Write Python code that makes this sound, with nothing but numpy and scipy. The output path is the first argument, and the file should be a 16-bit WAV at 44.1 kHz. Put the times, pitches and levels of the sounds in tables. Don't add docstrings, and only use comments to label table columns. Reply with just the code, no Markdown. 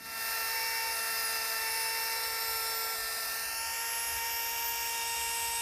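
import sys
import numpy as np
from scipy import signal
from scipy.io import wavfile
from scipy.ndimage import map_coordinates

SR = 44100
rng = np.random.default_rng(int(sys.argv[2]) if len(sys.argv) > 2 else 0)


def inscribe(sig):
    pcm = np.round(np.clip(np.atleast_2d(sig).T, -1, 1) * 32767)
    wavfile.write(sys.argv[1], SR, pcm.astype(np.int16))


N = 247665
TIME = np.arange(N) / SR

# (time [s], speed [turns/s])
SPINDLE_SPEED = [(0.0, 451.66), (0.5, 450.29), (0.72, 453.01), (0.88, 452.93), (1.07, 450.95),
                 (1.3, 450.34), (1.63, 447.4), (1.97, 451.31), (2.6, 450.56), (3.2, 449.12), (3.52, 452.15),
                 (3.78, 458.57), (4.05, 462.35), (4.17, 460.46), (4.45, 461.31), (4.7, 464.59),
                 (4.95, 462.16), (5.62, 462.68)]
# (start [s], end [s], firmness [0-1])
BIT_SEATS = [(0.518, .93, 0.95), (1.613, 2.963, 0.85), (3.544, 4.12, 0.7), (4.147, 5.7, 0.97)]
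# (time [s], to the side [0-1], turned away [0-1], reflection strength [factor],
# first dip [Hz], second dip [Hz], third dip [Hz])
MIC_PATH = [(0, 0.03, 0.04, 1.05, 3090, 7370, 11200), (1.9, 0, 0, 0.8, 3160, 7200, 11300),
            (2.45, 0.8, 0.1, 0.9, 3070, 6400, 10800), (2.95, 1, 0.2, 1.15, 2940, 6530, 11200),
            (3.3, 0.65, .2, 0.97, 3220, 7100, 11700), (3.55, 0.43, 0.5, 1.8, 3600, 7840, 11500),
            (3.78, 0.4, 0.38, 1.24, 3950, 9100, 13400), (4.2, 0.2, 0.44, 0.83, 4220, 8700, 14800),
            (4.7, 0.28, 0.8, 1, 4130, 9400, 17000), (5.05, 0.04, 0.8, 0.62, 4160, 12500, 18000),
            (5.62, 0.15, 1, 0.57, 4260, 14200, 18000)]
# (half width [share of centre], depth [dB])
REFLECTION_DIPS = [(0.11, -11.5), (0.11, -5.5), (0.1, -4.5)]
# (multiple [x speed], roughness [0-1], then five levels: skipping [dB],
# seated [dB], side change skipping [dB], side change seated [dB], change turned away [dB])
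WHINE_TONES = [(2, .09, -48.5, -41.3, -14.5, -2.5, 1), (3, 0.14, -45, -53.5, -3, 12.5, -4.5),
               (4, 0, -42.5, -43.5, 0.5, -4.5, -6), (5, 0, -59.5, -44, -7, -2, -5),
               (6, 0.08, -45.5, -44.5, -9.5, -10, 0.5), (12, 0.17, -48, -42, -2.5, 1.5, -5)]
HISS_LEVELS = (-39, -39.5, -0.5, -0.05, -1.95)
LOW_RASP_LEVELS = (-54, -58, 1.5, 7, -2.5)
HIGH_RASP_LEVELS = (-47, -48, -6.5, -4, -13)
SHELL_LEVELS = (-43, -43, 3, 2, -30)
# (centre [Hz], width of each filter pass [Hz], trim [dB])
LOW_RASP_MODE, HIGH_RASP_MODE, SHELL_MODE = (732, 360, 0), (1870, 1050, 1.33), (4980, 380, -2.5)
# (centre [Hz], half width [Hz], depth [dB])
SHELL_NOTCH = (5530, 57, -4)
# (frequency [Hz], level [dB])
OVERTONES_ON_AXIS = [(3150, -60.5), (4050, -56.5), (5000, -58.5), (6300, -57.5), (7400, -53.5), (8500, -64),
                     (10400, -58), (12500, -56.5), (14000, -56)]
OVERTONES_OFF_AXIS = [(3200, -70), (3700, -48.5), (4200, -51), (5100, -50.5), (6300, -56), (7400, -54),
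                      (9500, -62.5), (11300, -58.5), (14000, -58)]
# (multiple [x speed], seated [dB], skipping [dB], change turned away [dB])
RATTLE_TONES = [(.5, -85, -70, -13), (1.133, -57, -67, -16), (1.495, -61, -55, -10), (2.495, -88, -64, -3),
                (3.556, -55.5, -54.5, -1), (4.13, -57, -56, -13), (4.52, -53, -58, -18)]
# (frequency [Hz], relative level [dB])
HISS_ON_AXIS = [(120, -18), (330, -14), (480, -9), (720, -7.5), (1150, -2), (2600, -0.5), (3600, -4),
                (4600, 1.5), (5700, -1), (8300, -3.5), (9800, -1.5), (11800, -1), (13500, 2), (14300, 2)]
HISS_OFF_AXIS = [(120, -13), (330, -10.5), (480, -12), (720, -4), (1150, -5.5), (1950, -4.5), (2550, 4.5),
                 (3500, 0.5), (5200, 1.5), (7400, 0.5), (9000, -0.5), (10400, -0.5), (12200, -1),
                 (13500, 4.5), (14300, -8)]
# (time [s], level before trim [dB])
SPINDLE_HUM = [(0.0, -79), (0.03, -66), (0.36, -55), (2.24, -52), (2.8, -49), (3.69, -65.5), (3.79, -58),
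               (5.4, -53.5), (5.62, -55)]
# (time [s], level [dB])
MIC_GUSTS = [(2.3, -71), (2.53, -63), (3.06, -69), (4.15, -55), (4.32, -66), (5.22, -63.5), (5.47, -64)]
# (start [s], end [s], multiple [x speed], level [dB])
BIT_SQUEALS = [(.15, .63, 31, -46), (0.878, 1.32, 22, -47.5), (1.03, 1.82, 31, -49), (1.64, 1.924, 22, -45),
               (1.95, 2.32, 30, -50), (2.34, 2.95, 30, -47), (2.42, 2.63, 29, -43),
               (2.462, 2.724, 23, -48.5), (3.172, 3.46, 31, -49), (3.42, 3.75, 21, -51.5),
               (3.472, 3.702, 23, -49.5), (3.757, 4.033, 22, -45), (3.993, 4.17, 23, -42),
               (4.3, 4.42, 26, -41), (4.38, 4.913, 29, -44), (4.818, 5.7, 23, -49), (5.065, 5.7, 18, -46),
               (5.104, 5.55, 27, -49.5), (5.3, 5.7, 21, -50)]
# (start [s], end [s], level [dB])
SHELL_CHATTERS = [(1.13, 1.6, -44), (3.03, 3.27, -48)]


def from_db(db):
    return np.exp(np.asarray(db) * (np.log(10) / 20))


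def rms_one(x):
    return x / np.sqrt(np.mean(x ** 2) + 1e-20)


def in_time(rows, times=TIME):
    row_times, *columns = np.transpose(rows)
    return [np.interp(times, row_times, column) for column in columns]


def at_hz(points, hz):
    point_hz, level_db = np.transpose(points)
    return np.interp(np.log(np.maximum(hz, 1)), np.log(point_hz), level_db)


def bell_db(hz, centre_hz, width_hz, height_db):
    return height_db * np.exp(-((hz - centre_hz) / width_hz) ** 2)


def held(times, start, end, edge_s):
    inside_s = np.minimum(times - start, end - times)
    return np.sin(np.pi / 2 * np.clip(inside_s / edge_s + .5, 0, 1)) ** 2


def drift(rate_hz, size=N, step=40, run_in=2000):
    pole = np.exp(-2 * np.pi * rate_hz * step / SR)
    noise = rng.standard_normal(N // step + run_in + 2)
    slow = rms_one(signal.lfilter([1], [1, -2 * pole, pole ** 2], noise)[run_in:])
    return np.interp(np.arange(size) / step, np.arange(len(slow)), slow)


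def resonate(x, hz, width_hz):
    radius = np.exp(-np.pi * width_hz / SR)
    feedback = [1, -2 * radius * np.cos(2 * np.pi * hz / SR), radius ** 2]
    return rms_one(signal.lfilter([1, 0, -1], feedback, x))


def noise_band(low_hz, high_hz):
    band = signal.butter(2, [low_hz, high_hz], "band", fs=SR, output="sos")
    return rms_one(signal.sosfilt(band, rng.standard_normal(N)))


def partial(angle, multiple, rough, flutter_hz=45):
    phase = multiple * angle + rng.uniform(0, 2 * np.pi) + rough * drift(flutter_hz, len(angle))
    return np.sqrt(2) * (1 + rough * drift(flutter_hz, len(angle))) * np.cos(phase)


def spindle(wobble=0.00038):
    speed, = in_time(SPINDLE_SPEED)
    return 2 * np.pi * np.cumsum(speed * (1 + wobble * drift(21))) / SR


def fade_in(fade_s=0.29, start_gain=0.18):
    return np.minimum(start_gain + (1 - start_gain) * TIME / fade_s, 1)


def seating(settle_s=0.1, slip_s=0.04):
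    seated = np.zeros(N)
    for start, end, firmness in BIT_SEATS:
        settled = np.clip((TIME - start) / settle_s + .5, 0, 1)
        holding = np.clip((end - TIME) / slip_s + .5, 0, 1)
        seated += firmness * settled * holding
    return np.clip(seated, 0, 1)


def gain_at_mic(levels, pose):
    skipping_db, seated_db, side_skipping_db, side_seated_db, away_db = levels
    seated, side, away = pose
    firm_db = seated_db + side * side_seated_db
    loose_db = skipping_db + side * side_skipping_db
    return from_db(seated * firm_db + (1 - seated) * loose_db + away * away_db)


def spectrum_at_mic(on_axis, off_axis, hz, times):
    _, away, reflection, *dips_hz = in_time(MIC_PATH, times)
    front_db = at_hz(on_axis, hz) + bell_db(hz, *SHELL_NOTCH)
    level_db = (1 - away) * front_db + away * at_hz(off_axis, hz)
    for centre_hz, (width, depth_db) in zip(dips_hz, REFLECTION_DIPS):
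        level_db += bell_db(hz, centre_hz, width * centre_hz, reflection * depth_db)
    crest_hz = 1.38 * dips_hz[1]
    return level_db + bell_db(hz, crest_hz, width_hz=0.057 * crest_hz, height_db=4)


def whine(angle, pose, waver_db=0.65, waver_hz=4):
    out = np.zeros(N)
    for multiple, rough, *levels in WHINE_TONES:
        gain = gain_at_mic(levels, pose) * from_db(waver_db * drift(waver_hz))
        out += gain * partial(angle, multiple, rough)
    return out


def overtones(angle, wander_db=3.0, rough=0.33):
    times = np.linspace(0, TIME[-1], 200)
    speed, = in_time(SPINDLE_SPEED, times)
    out = np.zeros(N)
    for multiple in range(7, 31):
        if multiple == 12:
            continue
        level_db = spectrum_at_mic(OVERTONES_ON_AXIS, OVERTONES_OFF_AXIS, multiple * speed, times)
        wander = np.interp(times, TIME, drift(1.3))
        level_db += wander_db * np.minimum(wander - .5, 1)
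        tone = np.sqrt(2) * np.cos(multiple * angle + rng.uniform(0, 2 * np.pi))
        flutter = 1 + rough * drift(35)
        out += np.interp(TIME, times, from_db(level_db)) * flutter * tone
    return out


def rattle(angle, pose):
    seated, _, away = pose
    out = np.zeros(N)
    for multiple, seated_db, skipping_db, away_db in RATTLE_TONES:
        level_db = seated * seated_db + (1 - seated) * skipping_db + away * away_db
        out += from_db(level_db) * partial(angle, multiple, rough=0.41, flutter_hz=15.4)
    return out


def grit(angle, throb, grain_db):
    bunching = np.exp(throb * (np.cos(angle) + 0.69 * np.cos(2 * angle)))
    return rms_one(rng.standard_normal(N) * bunching * from_db(grain_db * drift(250)))


def shell_ripple(hz, times, spacing_hz=170, life_s=1.05):
    field = rng.standard_normal((256, 64))
    positions = np.broadcast_arrays(hz / spacing_hz, times / life_s)
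    return map_coordinates(field, positions, order=3, mode="mirror")


def hiss(angle, frame_size=1024, ripple_db=0.35):
    hz, times, frames = signal.stft(grit(angle, throb=0.1, grain_db=0.8), SR, nperseg=frame_size)
    hz = hz[:, None]
    level_db = spectrum_at_mic(HISS_ON_AXIS, HISS_OFF_AXIS, hz, times)
    gain = from_db(level_db + ripple_db * shell_ripple(hz, times))
    treble = (hz > 5700) & (hz < 14000)
    gain /= np.sqrt(np.mean(gain ** 2 * treble))
    return signal.istft(frames * gain, SR, nperseg=frame_size)[1][:N]


def ringing(angle, mode, throb):
    hz, width_hz, trim_db = mode
    first_pass = resonate(grit(angle, throb, grain_db=-1.0), hz, width_hz)
    return from_db(trim_db) * resonate(first_pass, hz, width_hz)


def hum(angle, trim_db=-0.2):
    level_db, = in_time(SPINDLE_HUM)
    return from_db(level_db + trim_db) * partial(angle, multiple=1, rough=0.063)


def breeze(away, steady_db=-66, rise_db=7, gust_s=0.045):
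    steady = from_db(steady_db + rise_db * away)
    gusts = sum(from_db(level_db) * np.exp(-((TIME - time) / gust_s) ** 2)
                for time, level_db in MIC_GUSTS)
    return (steady + gusts) * noise_band(low_hz=44, high_hz=87.4)


def rumble(level_db=-59):
    return from_db(level_db) * np.sqrt(1 - fade_in()) * noise_band(low_hz=140, high_hz=285)


def squeals(angle, edge_s=.13, rough=0.22, waver_db=2.2, neighbour_db=-11):
    out = np.zeros(N)
    for start, end, multiple, level_db in BIT_SQUEALS:
        on = (TIME > start - edge_s) & (TIME < end + edge_s)
        gain = held(TIME[on], start, end, edge_s) * from_db(level_db + waver_db * drift(7, on.sum()))
        for step in (-1, 0, 1):
            tone = partial(angle[on], multiple + step, rough)
            out[on] += gain * from_db(abs(step) * neighbour_db) * tone
    return out


def chatter(edge_s=.08):
    gain = sum(from_db(level_db) * held(TIME, start, end, edge_s)
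               for start, end, level_db in SHELL_CHATTERS)
    first_pass = resonate(rng.standard_normal(N), SHELL_MODE[0], width_hz=90)
    return gain * resonate(first_pass, SHELL_MODE[0], width_hz=180)


def scene():
    angle = spindle()
    side, away = in_time(MIC_PATH)[:2]
    pose = seating(), side, away
    tones = whine(angle, pose) + squeals(angle) + overtones(angle) + rattle(angle, pose)
    grinding = gain_at_mic(HISS_LEVELS, pose) * hiss(angle)
    grinding += gain_at_mic(LOW_RASP_LEVELS, pose) * ringing(angle, LOW_RASP_MODE, throb=0.086)
    grinding += gain_at_mic(HIGH_RASP_LEVELS, pose) * ringing(angle, HIGH_RASP_MODE, throb=0.2)
    grinding += gain_at_mic(SHELL_LEVELS, pose) * ringing(angle, SHELL_MODE, throb=0.24)
    tool = fade_in() * (tones + grinding + chatter()) + hum(angle)
    return np.tile(tool + breeze(away) + rumble(), (2, 1))


def record(dry, cutoff_hz=14260):
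    return signal.sosfilt(signal.ellip(16, .1, 90, cutoff_hz, fs=SR, output="sos"), dry)


dry = scene()
out = record(dry)
inscribe(out)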